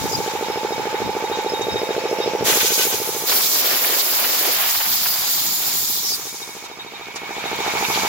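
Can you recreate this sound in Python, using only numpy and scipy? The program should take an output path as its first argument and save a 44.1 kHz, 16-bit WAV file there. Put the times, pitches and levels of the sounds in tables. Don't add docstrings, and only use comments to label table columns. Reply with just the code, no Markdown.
import sys
import numpy as np
from scipy import signal
from scipy.fft import rfft, irfft, next_fast_len
from scipy.io import wavfile

SR = 44100
rng = np.random.default_rng(int(sys.argv[2]) if len(sys.argv) > 2 else 0)


def inscribe(sig):
    pcm = np.round(np.clip(np.atleast_2d(sig).T, -1, 1) * 32767)
    wavfile.write(sys.argv[1], SR, pcm.astype(np.int16))


N = 356328
TIME = np.arange(N) / SR
FFT_SIZE = next_fast_len(N)
FREQ = np.maximum(np.arange(FFT_SIZE // 2 + 1) * SR / FFT_SIZE, 1)

# time_s, aside (0 in front, 1 at the side)
WALK_ROUND = [(3, 0.005), (6, 0.72)]
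# time_s, gain_db
NEARNESS = [(2.3, 0), (6.2, -8.5), (7.0, -8), (7.75, 7), (8.05, 7.5)]

# time_s, strokes_per_s
CRANK_SPEED = [(0, 13.51), (3.1, 13.51), (3.5, 13.535), (5.6, 13.53), (6.2, 13.49), (8.08, 13.48)]
# offset_s, pitch_hz, length_s, front_db, side_db
INTAKE_PUFFS = [(-.0004, 470, 0.0025, 3.5, 6), (.0023, 503, .0127, -9, -10.5), (.0137, 364, .0063, -29, 6),
                (.0143, 426, 0.007, 3, -6.5), (.0509, 493, 0.011, -9, -19)]
# offset_s, pitch_hz, length_s, front_db, side_db
REED_FLUTTER = [(-.0001, 841, 0.00097, -1, 19.5), (.0145, 785, 0.0046, -4.5, 14),
                (.01826, 778, 0.005, -2, -17), (.0222, 840, 0.0073, 1, 8), (.0294, 960, .017, -11.5, 4),
                (.03293, 857, 0.023, -2.5, -12), (.05445, 890, .0177, -8.5, -10)]
# time_s, intake_db, reed_db
CHUG_LEVELS = [(0.1, -28, -28), (1.45, -26, -26.5), (1.9, -26.5, -31.5), (2.4, -25.5, -27.5),
               (2.7, -28.5, -36), (3.2, -30.5, -35.5), (3.55, -47, -46), (5.0, -51, -44),
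               (6.2, -42.5, -49.5), (7.1, -41, -45), (7.6, -29.5, -34), (8.0, -29.5, -31)]
# time_s, level_db
HUM_LEVEL = [(.05, -35), (1.5, -33), (1.95, -37), (2.35, -35), (2.7, -41), (3.2, -40), (3.6, -59),
             (6.1, -62), (7.1, -69), (7.6, -41), (7.95, -34)]
# pitch_hz, t60_s, gain_db
PANEL_MODES = [(472, 0.079, -13), (531, 0.079, 10), (606, 0.15, 7), (679, 0.14, 10)]
# pitch_hz, t60_s, gain_db
FRAME_MODES = [(684, 0.14, -1), (1015, 0.084, 5), (1167, 0.12, 5), (1219, 0.15, 4), (1298, 0.06, 3)]
# time_s, lag_s
COMPRESSOR_LAG = [(.8, -.00002), (2, .00005), (2.9, 0), (6.6, .00012), (7.7, .00018)]

# open_s, ease_s, close_s, easing_time_s, decay_s, rush_db, hiss_db
AIR_BLASTS = [(2.439, 2.837, 3.27, 0.13, 0.024, -21, -20), (3.259, 5.903, 6.147, 0.35, 0.023, -22.5, -20.5)]
# frequency_hz, density_db
SHORT_JET_COLOUR = [(350, -31), (600, 5), (727, -6), (856, -2), (1330, -14), (1500, -6), (2080, -10),
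                    (2460, -2), (4420, -8), (6760, -3), (7860, -7), (12900, -3), (15800, -5)]
# frequency_hz, density_db
LONG_JET_COLOUR = [(1180, -37), (2000, -8), (2300, -7), (4830, -1.5), (5550, -3), (6210, -6), (7130, -2),
                   (8120, -8), (9010, -4.5), (12200, 2), (15100, 5.5), (15800, 1.5)]
# start_s, length_s, roar_db, buffet_db
JET_STRIKES = [(2.412, 0.16, -22.5, -28), (2.605, .12, -34, -51), (2.776, 0.082, -34, -34),
               (2.9, 0.076, -32, -36), (3.269, 0.11, -28, -29.5), (3.306, 0.74, -30.5, -35.5),
               (3.586, 0.19, -26, -31), (3.774, 0.23, -27, -30.5), (3.987, 0.28, -29, -34),
               (4.163, 0.24, -26, -31.5), (4.36, 0.18, -24.5, -29), (4.496, 0.2, -22.5, -40),
               (4.644, 0.31, -29.5, -47.5), (4.834, 0.69, -30.5, -46), (5.566, 0.18, -30.5, -42)]
# frequency_hz, density_db
ROAR_COLOUR = [(650, -0.07), (1400, -2.0), (2900, -0.63)]
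# frequency_hz, density_db
BUFFET_COLOUR = [(150, -21), (260, -6.5), (380, -1), (520, -0.5), (750, 0)]
# pitch_hz, width_hz, gain_db
TUBE_MODES = [(1524, 17, -1.5), (1950, 40, -10), (2490, 60, -0.5), (2930, 35, -3), (3220, 42, -7),
              (3520, 39, -4), (4080, 71, -5)]
# start_s, length_s, level_db
TUBE_BLOWS = [(2.48, 0.089, -33), (2.595, 0.038, -25), (2.635, 0.11, -27), (2.772, 0.069, -23),
              (2.905, 0.045, -28)]
# start_s, length_s, start_hz, end_hz, width_hz, level_db
WHISTLE_GLIDES = [(0.113, 0.056, 5100, 4870, 50, -22), (1.205, 1.53, 2440, 2650, 158, -41.5),
                  (1.848, 0.96, 5480, 5710, 125, -41.5), (1.952, 0.072, 3300, 5100, 130, -37),
                  (2.163, 0.088, 5460, 4300, 130.4, -41), (2.242, 0.064, 5340, 4180, 130, -38),
                  (2.503, 0.47, 6800, 6580, 200, -31), (3.22, 0.66, 5620, 5550, 130, -30),
                  (4.65, 1.0, 4810, 4780, 110, -34), (5.03, .17, 4980, 4660, 120, -32),
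                  (5.106, 1.06, 7010, 7130, 260, -31), (6.012, 0.13, 5820, 5160, 327, -25),
                  (6.104, 0.063, 4900, 4700, 303, -23)]
# start_s, length_s, low_hz, high_hz, level_db
SPIT_BURSTS = [(1.611, 0.02, 5760, 7200, -33), (2.452, 0.082, 1460, 5280, -19.5),
               (2.598, 0.028, 1400, 4550, -18.5), (2.636, 0.055, 3000, 8100, -20),
               (2.77, 0.12, 2440, 7450, -23), (3.27, 0.26, 7200, 10860, -31), (5.5, 0.63, 7000, 9560, -39),
               (6.03, 0.14, 4440, 7000, -26), (6.115, 0.058, 7400, 10100, -29),
               (6.12, 0.55, 6900, 11200, -44.5), (6.63, 0.042, 2500, 7300, -37),
               (7.152, 0.025, 3620, 6900, -31.5), (7.153, 0.033, 920, 5180, -30.5),
               (7.81, 0.24, 10900, 13200, -34), (7.93, 0.05, 2640, 4560, -22)]
# start_s, level_db
EDGE_SPLUTTERS = [(3.282, -26), (3.311, -22), (3.394, -25), (3.545, -28), (3.64, -29), (3.70, -26),
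                  (3.722, -29), (3.83, -25), (3.932, -25.5), (4.18, -26), (4.235, -24), (4.44, -29),
                  (4.47, -27), (4.625, -26), (4.68, -30), (4.739, -25.5), (4.799, -23), (4.845, -26.5),
                  (5.05, -25)]

# frequency_hz, density_db
CLATTER_COLOUR = [(520, 4), (1070, 1.5), (1500, -0.5), (2070, -2), (2960, -3), (3400, -3.5), (4200, -5.5)]
# frequency_hz, density_db
DRONE_COLOUR = [(110, -2.5), (190, -0.5), (250, -4.5), (380, -3.5), (520, -1)]
# frequency_hz, density_db
CHAIN_COLOUR = [(4200, -2.5), (5500, 2.5), (6400, 0.5), (7000, 5.5), (7700, -0.5)]
# frequency_hz, density_db
SIZZLE_COLOUR = [(7500, 2), (9000, -3), (11000, 1), (13000, 2), (15800, 0.5)]
# time_s, level_db
TREBLE_LEVEL = [(0.1, -33), (0.55, -42), (2.35, -42), (6.3, -34), (6.8, -50.5), (7.1, -49), (7.9, -31),
                (8.05, -30.5)]
# pitch_hz, width_hz, gain_db
WHINE_MODES = [(2216, 19, 1), (2340, 103, 1.5), (2480, 70, -4)]
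# time_s, level_db
WHINE_LEVEL = [(2.3, -40.5), (5.9, -47), (6.9, -43), (7.75, -29.5), (8.05, -29.5)]
# time_s, lag_s
WHINE_LAG = [(1, -.0001), (2.9, -.00003), (6.7, -.00001), (7.7, .00006)]
# offset_s, pitch_hz, length_s, front_db, side_db
BEARING_CHIRPS = [(0.018, 3752, 0.04, -48.5, -41.5), (0.035, 5270, 0.085, -47, -58)]
# start_s, pitch_hz, level_db
BEARING_SQUEAKS = [(0, 3740, -41), (.055, 3756, -41.5), (.435, 3756, -41), (1.02, 3760, -37),
                   (1.315, 3756, -31.5), (1.385, 3756, -36), (1.462, 3756, -35), (1.49, 5230, -33),
                   (1.537, 3736, -29), (1.611, 3730, -29.5), (1.688, 3756, -29.5), (1.705, 5250, -36),
                   (1.758, 3756, -30), (1.782, 5250, -37), (1.832, 3756, -36), (1.902, 3756, -38),
                   (2.051, 3770, -39), (2.08, 5200, -37), (2.205, 3756, -30), (2.228, 5300, -36),
                   (6.415, 3756, -40), (7.16, 3756, -47), (7.373, 3820, -40), (7.452, 3790, -35),
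                   (7.526, 3756, -39), (7.6, 3720, -32), (7.672, 3756, -32)]

# frequency_hz, density_db
WIND_COLOUR = [(20, -35), (45, -32), (80, -4.5), (110, -3), (200, -4), (330, -5)]
# start_s, length_s, level_db
WIND_GUSTS = [(-.03, 0.092, -23.5), (.1, 0.11, -27.5), (.72, 0.11, -37), (1.0, 0.1, -28),
              (1.58, 0.091, -33), (1.68, 0.12, -34), (2.34, 0.24, -35.5), (2.5, 0.057, -35),
              (2.92, .07, -37), (4.3, 2.04, -46), (5.62, 0.26, -43), (7.4, 0.41, -50)]
# left_delay_s, right_delay_s, gain_db
SHED_ECHOES = [(.0044, .0052, -15), (.0115, .0096, -16), (.0262, .0245, -36), (.0371, .0368, -15.5)]
# frequency_hz, correlation
STEREO_LIKENESS = [(60, 0.045), (300, 0.22), (700, 0.28), (1400, 0.17), (6800, -0.12), (15000, 0.19)]


def compressor():
    intake_gain, reed_gain = gains(CHUG_LEVELS)
    aside = curve(WALK_ROUND)
    puffs = butterworth(-each_stroke(INTAKE_PUFFS, aside), 1, 290, "high")
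    passing_s, span_s = 2.1, 0.39
    panel_gain = from_db(-21.5) + from_db(-5) * np.exp(-((TIME - passing_s) / span_s) ** 2)
    intake = intake_gain * (puffs + panel_gain * ringing_metal(puffs, PANEL_MODES))
    reed = reed_gain * each_stroke(REED_FLUTTER, aside)
    chugs = butterworth(intake + reed, 2, 55, "high")
    frame_gain = from_db(-47 + 2 * aside + curve(NEARNESS))
    frame = frame_gain * ringing_metal(strokes(offset_s=0.015), FRAME_MODES)
    hum_phase = 2 * np.pi * 65 * crank_turns() + 0.15 * drift(5)
    hum = from_db(curve(HUM_LEVEL)) * np.sqrt(2) * np.sin(hum_phase)
    return left_later(shed(chugs) + frame + hum, curve(COMPRESSOR_LAG)) * from_db([[-1.7], [1.1]])


def crank_turns():
    return np.cumsum(curve(CRANK_SPEED)) / SR


def strokes(offset_s, spread_db=0.9, jitter_s=0.00005, first_s=0.0402):
    turns = crank_turns()
    turn_s = np.interp(np.arange(int(turns[-1]) + 1), turns, TIME)
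    click_s = np.append(-1 / CRANK_SPEED[0][1], turn_s) + first_s + offset_s
    at = np.round((click_s + jitter_s * rng.standard_normal(len(click_s))) * SR).astype(int)
    at = at[(at >= 0) & (at < N)]
    clicks = np.zeros(N)
    clicks[at] = from_db(spread_db * rng.standard_normal(len(at)))
    return clicks


def each_stroke(tones, aside):
    out = 0
    for offset_s, hz, length_s, front_db, side_db in tones:
        gain = from_db(front_db + aside * (side_db - front_db))
        out += gain * tone_bursts(strokes(offset_s), hz, length_s)
    return rms_one(out)


def air_blasts(opening_s=0.017, eased_db=-8, sag_db_per_s=1.14):
    out, flow = 0, 0
    facing_db = 3 * swell(2.85, 3.9)
    for blast, colour in zip(AIR_BLASTS, (SHORT_JET_COLOUR, LONG_JET_COLOUR)):
        open_s, ease_s, close_s, easing_time_s, decay_s, rush_db, hiss_db = blast
        opening = np.clip((TIME - open_s) / opening_s, 0, 1)
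        eased = 1 - np.exp(-np.maximum(TIME - ease_s, 0) / easing_time_s)
        pressure = opening * from_db(eased_db * eased - sag_db_per_s * (TIME - open_s))
        closed_for_s = np.maximum(TIME - close_s, 0)
        jet = pressure * np.exp(-closed_for_s / decay_s)
        emptying = pressure * np.exp(-closed_for_s / (3 * decay_s))
        rush = from_db(rush_db) * noise(colour, 3300, 7980, flicker_db=1.43, flicker_hz=19)
        hiss = from_db(hiss_db + facing_db) * noise(colour, 9560, 18900, flicker_db=1.1, flicker_hz=15)
        out += jet * rush + emptying * hiss
        flow += jet
    roars = [(s, length_s, db) for s, length_s, db, _ in JET_STRIKES]
    buffets = [(s, length_s, db) for s, length_s, _, db in JET_STRIKES]
    roar = noise(ROAR_COLOUR, 650, 3440, flicker_db=1.1, flicker_hz=70)
    roar *= surges(roars, fade_s=0.037, floor=from_db(-37))
    buffet = noise(BUFFET_COLOUR, 185, 685, flicker_db=1.95, flicker_hz=34)
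    buffet *= surges(buffets, fade_s=0.012)
    return out + flow * (roar + buffet)


def blown_tube():
    return surges(TUBE_BLOWS, fade_s=0.0063) * resonant_noise(TUBE_MODES)


def whistles():
    white, out = rng.standard_normal((2, 2, N)), np.zeros((2, N))
    for start_s, length_s, start_hz, end_hz, width_hz, db in WHISTLE_GLIDES:
        at = during(start_s, length_s)
        breath = rms_one(butterworth(white[..., at], 2, width_hz, "low"))
        pitch_hz = np.interp(TIME[at], [start_s, start_s + length_s], [start_hz, end_hz])
        phase = 2 * np.pi * np.cumsum(pitch_hz) / SR
        tone = breath[0] * np.cos(phase) + breath[1] * np.sin(phase)
        out[:, at] += from_db(db) * swell(start_s, length_s)[at] * tone
    return out


def spits(splutter_s=0.027, splutter_band_hz=(637, 2830)):
    splutters = [(s, splutter_s, *splutter_band_hz, db) for s, db in EDGE_SPLUTTERS]
    white = rng.standard_normal((2, N)) + 0.33 * rng.standard_normal(N)
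    out = np.zeros((2, N))
    for start_s, length_s, low_hz, high_hz, db in SPIT_BURSTS + splutters:
        at = during(start_s, length_s)
        burst = rms_one(butterworth(white[:, at], 2, [low_hz, high_hz], "band"))
        out[:, at] += from_db(db) * swell(start_s, length_s)[at] * burst
    return out


def running_gear():
    near_db, treble_db = curve(NEARNESS), curve(TREBLE_LEVEL)
    clatter = from_db(-32.5) * noise(CLATTER_COLOUR, 648, 4570, flicker_db=1.3, flicker_hz=19)
    rattle = from_db(-42) * chain_rattle(knocks_per_s=350, spread_db=3)
    drone = from_db(-45 + 0.81 * near_db) * noise(DRONE_COLOUR, 107, 506, flicker_db=1.5, flicker_hz=23)
    hiss = from_db(treble_db + 2.5) * noise(CHAIN_COLOUR, 3330, 7080, flicker_db=1, flicker_hz=26)
    sizzle = from_db(treble_db) * noise(SIZZLE_COLOUR, 5600, 22000, flicker_db=1, flicker_hz=27)
    return from_db(near_db) * (clatter + rattle) + drone + hiss + sizzle


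def chain_rattle(knocks_per_s, spread_db, parts=16):
    out = np.zeros((2, N))
    count = int(knocks_per_s * N / SR / parts) + 1
    for hz in np.geomspace(1100, 7000, parts):
        clicks = np.zeros((2, N))
        force = from_db(spread_db * np.minimum(rng.exponential(1, count), 4))
        clicks[:, rng.integers(0, N, count)] = force * rng.standard_normal((2, count))
        out += ring(clicks, hz, t60_s=22 / hz)
    return rms_one(out)


def drive_whine():
    source = resonant_noise(WHINE_MODES)[0]
    direct = left_later([source, source], curve(WHINE_LAG))
    reflected = from_db(-8) * resonant_noise(WHINE_MODES)
    return from_db(curve(WHINE_LEVEL)) * rms_one(direct + reflected) * from_db([[-1.8], [1]])


def dry_bearing(waver_hz=23, rough_db=2.5):
    aside, out = curve(WALK_ROUND), np.zeros(N)
    for offset_s, hz, length_s, front_db, side_db in BEARING_CHIRPS:
        gain = from_db(front_db + aside * (side_db - front_db) + 0.28 * curve(NEARNESS))
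        clicks = strokes(offset_s, spread_db=4, jitter_s=0.002)
        out += gain * rms_one(tone_bursts(clicks, hz, length_s))
    waver = 2 * np.pi * np.cumsum(waver_hz * drift(62)) / SR
    for start_s, hz, db in BEARING_SQUEAKS:
        length_s = 0.076 - 0.015 * np.interp(start_s, TIME, aside)
        at = during(start_s, length_s)
        progress = np.clip((TIME[at] - start_s) / length_s, 0, 1)
        envelope = np.sin(np.pi * progress ** 0.36)
        out[at] += from_db(db) * np.sqrt(2) * envelope * np.sin(2 * np.pi * hz * TIME[at] + waver[at])
    roughness = from_db(rough_db * np.array([drift(80), drift(80)]))
    return left_later(out * roughness, lag_s=0.00006 + 0.000058 * aside)


def wind(shelter_db=-11):
    breeze = from_db(-47.5 + 0.62 * curve(NEARNESS) + shelter_db * curve(WALK_ROUND))
    rumble = noise(WIND_COLOUR, 14.6, 364, flicker_db=2.4, flicker_hz=23)
    return surges(WIND_GUSTS, fade_s=0.012, floor=breeze) * rumble


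def shed(x):
    heard = np.array([x, x])
    for left_s, right_s, db in SHED_ECHOES:
        echo = np.array([np.interp(TIME - s, TIME, x, left=0) for s in (left_s, right_s)])
        heard += from_db(db) * echo
    return heard


def noise(spectrum, low_hz, high_hz, flicker_db, flicker_hz):
    colour, alike = from_db(at_hz(spectrum)), at_hz(STEREO_LIKENESS)
    swing = 0.39 * np.minimum(FREQ / 1000, 1) * np.sin(2 * drift(4)[:len(FREQ)])
    edges_hz = np.geomspace(low_hz, high_hz, 4)
    shared_flicker, out = drift(flicker_hz), 0
    for low, high in zip(edges_hz, edges_hz[1:]):
        band = colour / np.sqrt((1 + (low / FREQ) ** 20) * (1 + (FREQ / high) ** 20))
        mid, side = rfft(rng.standard_normal((2, FFT_SIZE))) * band
        side = np.sqrt(1 - swing ** 2) * side + 1j * swing * mid
        pair = irfft(np.sqrt(1 + alike) * mid + np.sqrt(1 - alike) * side * [[1], [-1]], FFT_SIZE)
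        out += pair[:, :N] * from_db(flicker_db * (shared_flicker + drift(flicker_hz)))
    return rms_one(out)


def resonant_noise(modes):
    out = 0
    for hz, width_hz, db in modes:
        t60_s = np.log(1000) / (np.pi * width_hz)
        out += from_db(db) * rms_one(ring(rng.standard_normal((2, N)), hz, t60_s))
    return rms_one(out)


def ringing_metal(drive, modes):
    return rms_one(sum(from_db(db) * ring(drive, hz, t60_s) for hz, t60_s, db in modes))


def ring(clicks, hz, t60_s):
    r, w = np.exp(-np.log(1000) / (t60_s * SR)), 2 * np.pi * hz / SR
    return signal.lfilter([0, np.sin(w)], [1, -2 * r * np.cos(w), r * r], clicks + 1e-18)


def tone_bursts(clicks, hz, length_s):
    t = TIME[:int(length_s * SR)]
    envelope = np.sqrt(np.abs(np.sin(np.pi * (t / length_s) ** 0.82)))
    return signal.oaconvolve(clicks, np.sin(2 * np.pi * hz * t) * envelope)[:N]


def surges(events, fade_s, floor=0):
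    power = sum(from_db(db) ** 2 * swell(start_s, length_s) for start_s, length_s, db in events)
    r = np.exp(-1 / (fade_s * SR))
    return np.sqrt(floor ** 2 + signal.lfilter([1 - r], [1, -r], power))


def swell(start_s, length_s):
    return np.sin(np.pi * np.clip((TIME - start_s) / length_s, 0, 1))


def drift(rate_hz, hop=40):
    r = np.exp(-2 * np.pi * rate_hz * hop / SR)
    slow = signal.lfilter([1], [1, -2 * r, r * r], rng.standard_normal(N // hop + 2002))[2000:]
    return np.interp(np.arange(N) / hop, np.arange(len(slow)), rms_one(slow))


def left_later(pair, lag_s):
    return np.array([np.interp(TIME - lag_s, TIME, pair[0]), pair[1]])


def during(start_s, length_s):
    return slice(*np.searchsorted(TIME, [start_s, start_s + length_s]))


def curve(points):
    return np.interp(TIME, *np.transpose(points))


def gains(points):
    time_s, *faders = np.transpose(points)
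    return [from_db(np.interp(TIME, time_s, db)) for db in faders]


def at_hz(points):
    hz, value = np.transpose(points)
    return np.interp(np.log(FREQ), np.log(hz), value)


def butterworth(x, order, hz, kind):
    return signal.sosfilt(signal.butter(order, hz, kind, fs=SR, output="sos"), x)


def from_db(db):
    return 10 ** (np.asarray(db) / 20)


def rms_one(x):
    return x / np.sqrt(np.mean(x ** 2) + 1e-20)


def scene():
    chugging = compressor()
    machinery = running_gear() + drive_whine() + dry_bearing()
    air_line = air_blasts() + blown_tube() + whistles() + spits()
    return chugging + (machinery + air_line) * from_db([[-0.4], [0.4]]) + wind()


def record(dry):
    cutoff_hz, slope_width_hz = 15850, 150
    passband = np.clip((cutoff_hz - FREQ) / slope_width_hz + 0.5, 0, 1)
    return irfft(rfft(dry, FFT_SIZE) * passband, FFT_SIZE)[:, :N]


dry = scene()
out = record(dry)
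inscribe(out)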